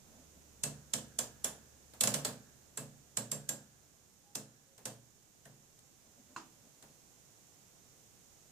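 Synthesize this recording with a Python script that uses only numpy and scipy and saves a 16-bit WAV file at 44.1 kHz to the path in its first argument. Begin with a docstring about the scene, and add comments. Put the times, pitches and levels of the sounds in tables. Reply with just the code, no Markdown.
"""A stiff rotary switch on an oscilloscope clicks through its detents in a small quiet room.
At each step the spring slides off its notch and snaps home twice, as two quick bursts of noise;
the metal case booms as a set of fading tones and the room answers with fading noise.
Fingers rub and touch the controls, faint tones swell, a small control pings and one hollow tock sounds.
Underneath lie coloured-noise rumble and microphone hiss, and at first a low hum."""
import sys
import numpy as np
from scipy import signal
from scipy.fft import rfft, irfft
from scipy.io import wavfile

SR = 44100
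rng = np.random.default_rng(int(sys.argv[2]) if len(sys.argv) > 2 else 0)


def store_wav(level_fs):
    """Save 16-bit WAV to argv[1]."""
    pcm = np.round(np.clip(np.atleast_2d(level_fs), -1, 1) * 32767)
    wavfile.write(sys.argv[1], SR, pcm.T.astype(np.int16))


N = 375368
LENGTH = 32768  # samples in one short sound
AGE = np.arange(LENGTH) / SR  # seconds since that sound began

# In the tables, t60/s is the time to fade by 60 dB, and a colour's level/dB is per Hz, relative.
# Steady background noise, its colour: [f/Hz, level/dB]
BACKGROUND_COLOUR = [(12, -31), (20, -1), (27, -12), (134, 0.5), (241, -5.5), (499, -8.5), (590, -10.5),
                     (825, -11.5), (897, -14.5), (2140, -17.5), (4670, -17), (6720, -7.5), (9670, -19),
                     (14700, -19.5), (16000, -36.5)]
# How alike the background is at left and right: [f/Hz, likeness 0-1]
BACKGROUND_ALIKE = [(60, 0.47), (300, 0.46), (700, 0.3), (1500, 0), (8000, 0.09)]
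# Left-right balance of the background: [f/Hz, left minus right/dB]
BACKGROUND_BALANCE = [(100, -2.5), (300, -3.5), (1200, -1), (2500, -1.5), (4400, -3.5), (7500, -12.5),
                      (15000, 3.5)]
# Fingers rubbing on the panel: [start t/s, length/s, level/dB at the middle of the rub]
FINGER_RUBS = [(0.042, 0.22, -64), (.34, .08, -69), (6.043, 0.059, -67), (6.17, 0.055, -64.5),
               (6.281, 0.074, -65), (6.619, 0.093, -67.5)]
# Dull colour of a finger rub: [f/Hz, level/dB]
RUB_COLOUR = [(60, -17), (150, -9), (250, 7), (400, -14), (600, -2), (1100, -16.5), (3000, -27)]
# Steps of the switch, one row each:
# [t/s, snap level/dB, clack level/dB re snap, boom level/dB re snap, brightness/dB per octave]
SWITCH_STEPS = [(0.6357, -29, -14.5, -17.5, -0.2), (0.9362, -28, -15.5, -19.5, -1.1),
                (1.1885, -28.5, -13, -26, 1.8), (1.4439, -29, -12, -29, 1.5),
                (2.0087, -24, -16.5, -25, 1.8), (2.0356, -26.5, -10.5, -17, 1.5),
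                (2.0735, -28, -10.5, -22, -1.5), (2.1403, -29, -9.5, -15.5, -1), (2.2491, -31, -8, -17, -2),
                (2.7738, -36.5, -9.5, -12.5, 1), (3.171, -30, -13.5, -19, -1),
                (3.3162, -32, -13.5, -16.5, 2), (3.4908, -31, -14, -19, 2.5),
                (4.3528, -34.5, -14.5, -16.5, 1.5), (4.8551, -37.5, -9, -14, -1.0)]
# Colour of the snap: [f/Hz, level/dB]
SNAP_COLOUR = [(300, -28), (1500, -15.5), (2300, -20.5), (3000, -8.5), (4300, -9.5), (6000, -3.5),
               (6900, 0.5), (8000, 1.5), (9000, -4), (10000, -5.5), (10800, -4.5), (12000, -13.5),
               (14500, -15), (16000, -26)]
# Colour of the front panel's clack: [f/Hz, level/dB]
CLACK_COLOUR = [(100, -24), (230, -0.5), (370, -7.5), (450, -0.5), (680, -0.5), (800, -3.5), (1200, -7),
                (1450, -9), (1680, -6.5), (2000, -12.5), (3500, -14)]
# Colour of the knock that begins the clack: [f/Hz, level/dB]
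KNOCK_COLOUR = [(300, -13), (680, -1), (900, -7.5), (1500, 0), (3500, -7.5), (8000, -34)]
# Colour the room gives to the snap's echo: [f/Hz, level/dB]
ECHO_COLOUR = [(1000, 1), (3500, -1), (8000, 0.5), (15000, -2)]
# Low modes (natural tones) of the case and the room: [f/Hz, relative level/dB, t60/s]
BOOM_MODES = [(119.1, -1, 0.67), (144.7, 2, 0.58), (177, -4.5, .45), (209.4, -0.5, 0.52),
              (238.7, -3.5, 0.51), (263.3, -3, .45), (299.3, -13, 0.35), (327, -7, 0.4), (435, -2.5, 0.37),
              (511, -3.5, 0.35), (557, -4, .4), (594, -2.5, 0.23), (625.5, -6, 0.19), (661, -3.5, 0.25),
              (688, -7, 0.25)]
# Ringing tones of the switch's metal parts: [f/Hz, relative level/dB, t60/s]
METAL_MODES = [(1625, -5, .25), (2661, -6, 0.21), (3410, -6, .15), (4100, -5, .2), (6698, -3, 0.16),
               (7205, -5, 0.14), (7500, 6, .2), (7980, 6, 0.11), (9800, -8, .1), (10900, -3, .13)]
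# Narrow band that lingers in the metalwork after each step: [f/Hz, level/dB]
LINGER_COLOUR = [(900, -21), (1400, -5.5), (1700, -2), (1950, -17.5), (2600, -27)]
# Left-right balance of the switch: [f/Hz, left minus right/dB]
SWITCH_BALANCE = [(120, -1.2), (500, -2.5), (1300, -1), (2800, 0), (6000, -1), (9000, -6.5), (13000, -7)]
# How fast the room's sound dies: [f/Hz, t60/s]
ROOM_DECAY = [(120, .6), (500, 0.36), (1200, 0.3), (3500, 0.32), (7500, 0.26), (14000, 0.23)]
# How alike the room's sound is at left and right: [f/Hz, likeness 0-1]
ROOM_ALIKE = [(100, 1), (500, .85), (1200, 0.21), (3000, 0.07), (12000, 0)]
# Light touches of the controls: [t/s, low level/dB, middle level/dB, treble level/dB]
LIGHT_TOUCHES = [(1.936, -78, -55.5, -58.5), (4.779, -70.5, -57.5, -59), (5.454, -60.5, -60.5, -57.5),
                 (5.789, -86, -73, -61), (6.825, -68.5, -57, -56.5)]
# Faint whistling tones: [start t/s, length/s, f/Hz, level/dB at the middle of the tone]
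FAINT_TONES = [(4.23, 0.12, 818, -72.5), (4.64, 0.16, 544, -76)]
# Thin ping of a small control: [t/s, level/dB]
PING_EVENT = (5.4545, -57.5)
# Modes of the ping: [f/Hz, relative level/dB, t60/s]
PING_TONES = [(1841, 0, .08), (1930, -7, 0.064), (1580, 2, .04), (680, -5, 0.082), (9254, -5, 0.087)]
# Colour of the ping spread through the room: [f/Hz, level/dB]
PING_ROOM = [(300, -6), (750, -2), (1100, -10), (1850, 1), (2400, -16), (8000, -20)]
# Hollow tock of a small switch: [t/s, level/dB]
TOCK_EVENT = (6.3628, -30.8)
# Modes of the tock: [f/Hz, relative level/dB, t60/s]
TOCK_TONES = [(255, -25.5, 0.38), (328.8, -24, 0.37), (990, -13.5, .11), (1110, 1.5, 0.015),
              (1260, -15, 0.064), (1430, -6, .025), (1720, -17, .025), (2700, -17, 0.034),
              (4156, -17, 0.04), (7130, -13, 0.028)]
# Colour of the tock spread through the room: [f/Hz, level/dB]
TOCK_ROOM = [(60, -30), (150, -10.5), (300, -6), (600, -18.5), (850, -3.5), (1050, -2), (1450, -7.5),
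             (2000, -17.5), (2750, -15), (3600, -19.5), (7300, -13), (9000, -27), (15000, -38)]

BACKGROUND_DB = -62.45  # before the slow level changes below
# the rumble is the low part of the background; it starts a little raised and settles
RUMBLE_EDGE_HZ, RUMBLE_START_DB, SETTLE_DB_PER_S = 1100, 3, 0.4
# the background sinks in one long shallow dip
DIP_AT_S, DIP_WIDTH_S, RUMBLE_DIP_DB, HISS_DIP_DB = 4.6, 1.5, 4, 3
HUM_HZ, HUM_DB = 71.6, -67.5
HUM_RISE_S, HUM_HOLD_UNTIL_S, HUM_FADE_DB_PER_S = 0.2, 1.1, 4.8
RECORDER_EDGE_HZ = 15450


def amp(db):
    """Turns decibels into a gain."""
    return 10 ** (np.asarray(db) / 20)


def read(points, hz):
    """Reads a table at any frequency, along a log-frequency axis."""
    f, value = np.transpose(points)
    return np.interp(np.log(hz + 1), np.log(f + 1), value)


def evened(x, count=None):
    """Scales a sound to rms 1, judged over its first count samples if given."""
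    return x / np.sqrt(np.mean(x[..., :count] ** 2) + 1e-20)


def panned(db):
    """Left and right gains for a left-minus-right balance in dB, keeping the mean power."""
    gains = amp(np.array([db, -db]) / 2)
    return (gains / np.sqrt(np.mean(gains ** 2, 0))).reshape(2, -1)


def add(mix, s, sound):
    """Mixes a sound in, starting at s seconds."""
    part = mix[:, round(s * SR):][:, :sound.shape[1]]
    part += sound[:, :part.shape[1]]


def coloured(x, points):
    """Colours a sound without smearing it ahead of its start (minimum phase), so attacks stay sharp."""
    hz = abs(np.fft.fftfreq(LENGTH, 1 / SR))
    log_gain = np.log(amp(read(points, hz)))
    response = np.exp(np.conj(signal.hilbert(log_gain)))
    return irfft(rfft(x) * response[:LENGTH // 2 + 1])


def noise_pair(points, alike, size):
    """Spectra of coloured noise at two microphones: the right one shares part of the left one's noise."""
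    hz = np.fft.rfftfreq(size, 1 / SR)
    left, other = rfft(rng.standard_normal((2, size)))
    same = np.clip(read(alike, hz), -1, 1)
    right = same * left + np.sqrt(1 - same ** 2) * other
    return hz, np.array([left, right]) * amp(read(points, hz))


def room_noise(points):
    """Steady coloured noise, as alike at left and right as the room makes it."""
    return evened(irfft(noise_pair(points, ROOM_ALIKE, LENGTH)[1]))


def reverberant(points, rise):
    """A blow's spread-out sound: noise that builds up, then dies at the room's rate in each band."""
    hz, t, bands = signal.stft(room_noise(points), SR, nperseg=256)
    t60 = read(ROOM_DECAY, hz)[:, None]
    tail = signal.istft(bands * 1e-3 ** (t / t60), SR)[1]
    return tail[:, :LENGTH] * (1 - np.exp(-AGE / rise))


def burst(points, rise, decay):
    """A dense cluster of resonances, made as noise that swells and dies (times in s)."""
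    return room_noise(points) * (1 - np.exp(-AGE / rise)) * np.exp(-AGE / decay)


def ringing(modes, scatter_db, spread):
    """Fading tones, struck a little differently each time; spread is the phase scatter between sides/rad."""
    out = np.zeros((2, LENGTH))
    for hz, db, t60 in modes:
        phase = 2 * np.pi * rng.random() + spread * rng.standard_normal((2, 1))
        mode = np.exp((2j * np.pi * hz - np.log(1000) / t60) * AGE)
        level = amp(db + scatter_db * rng.standard_normal())
        out += level * (np.exp(1j * phase) * mode).imag
    return out


def background():
    """Noise split into rumble and hiss; both sink in one long shallow dip, and the rumble slowly settles."""
    t = np.arange(N) / SR
    hz, spectra = noise_pair(BACKGROUND_COLOUR, BACKGROUND_ALIKE, N)
    balance = panned(read(BACKGROUND_BALANCE, hz))
    noise = amp(BACKGROUND_DB) * evened(irfft(spectra * balance, N))
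    rumble = irfft(rfft(noise) / (1 + (hz / RUMBLE_EDGE_HZ) ** 2), N)
    hiss = noise - rumble
    dip = np.exp(-((t - DIP_AT_S) / DIP_WIDTH_S) ** 2)
    rumble_db = RUMBLE_START_DB - SETTLE_DB_PER_S * t - RUMBLE_DIP_DB * dip
    return rumble * amp(rumble_db) + hiss * amp(-HISS_DIP_DB * dip)


def hum():
    """A faint low sine tone that swells, holds and dies away."""
    t = np.arange(N) / SR
    level_db = HUM_DB - HUM_FADE_DB_PER_S * np.maximum(t - HUM_HOLD_UNTIL_S, 0)
    level = amp(level_db) * (1 - np.exp(-t / HUM_RISE_S))
    return level * np.sqrt(2) * np.sin(2 * np.pi * HUM_HZ * t)


def finger_rubs():
    """Skin rubbing on the panel makes dull friction noise that swells and fades."""
    out = np.zeros((2, N))
    for s, length, db in FINGER_RUBS:
        swell = np.sin(np.pi * np.minimum(AGE / length, 1))
        add(out, s, amp(db) * room_noise(RUB_COLOUR) * swell)
    return out


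def slide(lead=0.0039, growth=0.0039):
    """The spring scrapes off the crest of the cam: noise that grows until the snap, lead seconds later."""
    force = np.exp(-abs(AGE - lead) / growth) * (AGE < lead) * rng.standard_normal((2, LENGTH))
    return lead, amp(-18) * evened(coloured(force, SNAP_COLOUR), count=132)


def snap(tilt_db, gap=0.0027, decay=0.0019, second_decay=0.0024, rattle_db=-8, rattle_decay=0.0084,
         first_pan_db=-4, second_pan_db=3.5, uneven_db=1.9):
    """The spring hits its notch, hits again a moment later, and the mechanism rattles out (times in s)."""
    first = np.exp(-AGE / decay) * panned(first_pan_db)
    late = AGE - gap * rng.uniform(0.85, 1.15)  # time since the second hit
    second_db = rng.uniform(-3, 3)
    second = amp(second_db) * (late > 0) * np.exp(-abs(late) / second_decay) * panned(second_pan_db)
    rattle = amp(rattle_db) * np.exp(-AGE / rattle_decay)
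    strength = np.sqrt(first ** 2 + second ** 2 + rattle ** 2)
    force = strength * rng.standard_normal((2, LENGTH))
    # every snap has a slightly different colour; the tilt pivots at 7000 Hz
    hz = np.geomspace(300, 16000, 36)
    octaves = np.log2(np.maximum(hz, 2000) / 7000)
    uneven = uneven_db * rng.standard_normal(len(hz))
    colour = read(SNAP_COLOUR, hz) + tilt_db * octaves + uneven
    return evened(coloured(force, np.transpose([hz, colour])), count=353)


def snap_in_room(tilt_db):
    """The direct snap plus its echo, made by spreading the snap through the room's fading noise."""
    direct = snap(tilt_db)
    room = reverberant(ECHO_COLOUR, rise=0.0022)
    echo = signal.fftconvolve(direct[:, :2048], room, axes=1)[:, :LENGTH]
    return direct + amp(-11.5) * evened(echo, count=1024)


def metal_ring():
    """The metal parts ring as fading tones, and a narrow band swells and lingers after them."""
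    tones = ringing(METAL_MODES, scatter_db=5, spread=1.1)
    return amp(-20) * tones + amp(-34.5) * burst(LINGER_COLOUR, rise=0.069, decay=0.17)


def panel_clack(panel):
    """The front panel gives a short knock, then an answer that is partly the same at every step."""
    knock = amp(4) * burst(KNOCK_COLOUR, rise=0.0025, decay=0.007)
    return knock + panel + amp(-1) * reverberant(CLACK_COLOUR, rise=0.0025)


def case_boom(scatter_db, spread, rise):
    """The case and the room boom in their low modes, building up over rise seconds."""
    return ringing(BOOM_MODES, scatter_db, spread) * (1 - np.exp(-AGE / rise))


def detents():
    """Each step of the switch joins slide, snap, ringing metal, panel clack and case boom."""
    out = np.zeros((2, N))
    panel = reverberant(CLACK_COLOUR, rise=0.0025)  # the part that repeats at every step
    for s, db, clack_db, boom_db, tilt_db in SWITCH_STEPS:
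        lead, scrape = slide()
        add(out, s - lead, amp(db) * scrape)
        clack = amp(clack_db) * panel_clack(panel)
        boom = amp(boom_db) * case_boom(scatter_db=2.5, spread=0.28, rise=0.017)
        add(out, s, amp(db) * (snap_in_room(tilt_db) + metal_ring() + clack + boom))
    balance = panned(read(SWITCH_BALANCE, np.fft.rfftfreq(N, 1 / SR)))
    return irfft(rfft(out) * balance, N)


def light_touches():
    """Fingers and lighter controls tick against the same case, with a low, a middle and a treble part."""
    out = np.zeros((2, N))
    for s, low_db, middle_db, treble_db in LIGHT_TOUCHES:
        low = amp(low_db) * case_boom(scatter_db=1.5, spread=0.3, rise=0.02)
        middle = amp(middle_db) * reverberant(CLACK_COLOUR, rise=0.0005)
        tick = snap(tilt_db=-4) + amp(-11) * reverberant(SNAP_COLOUR, rise=0.0051)
        add(out, s, low + middle + amp(treble_db) * tick)
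    return out


def faint_tones():
    """Faint pure tones that swell and fade."""
    out = np.zeros((2, N))
    for s, length, hz, db in FAINT_TONES:
        swell = np.sin(np.pi * np.minimum(AGE / length, 1))
        tone = np.sqrt(2) * np.sin(2 * np.pi * hz * AGE)
        add(out, s, amp(db) * swell * tone * panned(-1.5))
    return out


def small_switch(event, modes, tail, room_db):
    """A small switch or control rings in its own fading tones, and the room answers with noise."""
    s, db = event
    direct = ringing(modes, scatter_db=1.0, spread=0.3) * (1 - np.exp(-AGE / 0.00034))
    room = amp(room_db) * reverberant(tail, rise=0.002)
    out = np.zeros((2, N))
    add(out, s, amp(db) * (direct + room) * panned(-3.2))
    return out


def scene():
    """Adds up all the sources at the two microphones."""
    ping = small_switch(PING_EVENT, PING_TONES, PING_ROOM, room_db=-4)
    tock = small_switch(TOCK_EVENT, TOCK_TONES, TOCK_ROOM, room_db=-14.5)
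    quiet = background() + hum()
    return quiet + finger_rubs() + detents() + light_touches() + faint_tones() + ping + tock


def record(dry):
    """The recorder's steep band limit removes the highest treble."""
    low_pass = signal.firwin(255, RECORDER_EDGE_HZ, window=("kaiser", 9), fs=SR)
    return signal.oaconvolve(dry, low_pass[None], "same", axes=1)


dry = scene()
out = record(dry)
store_wav(out)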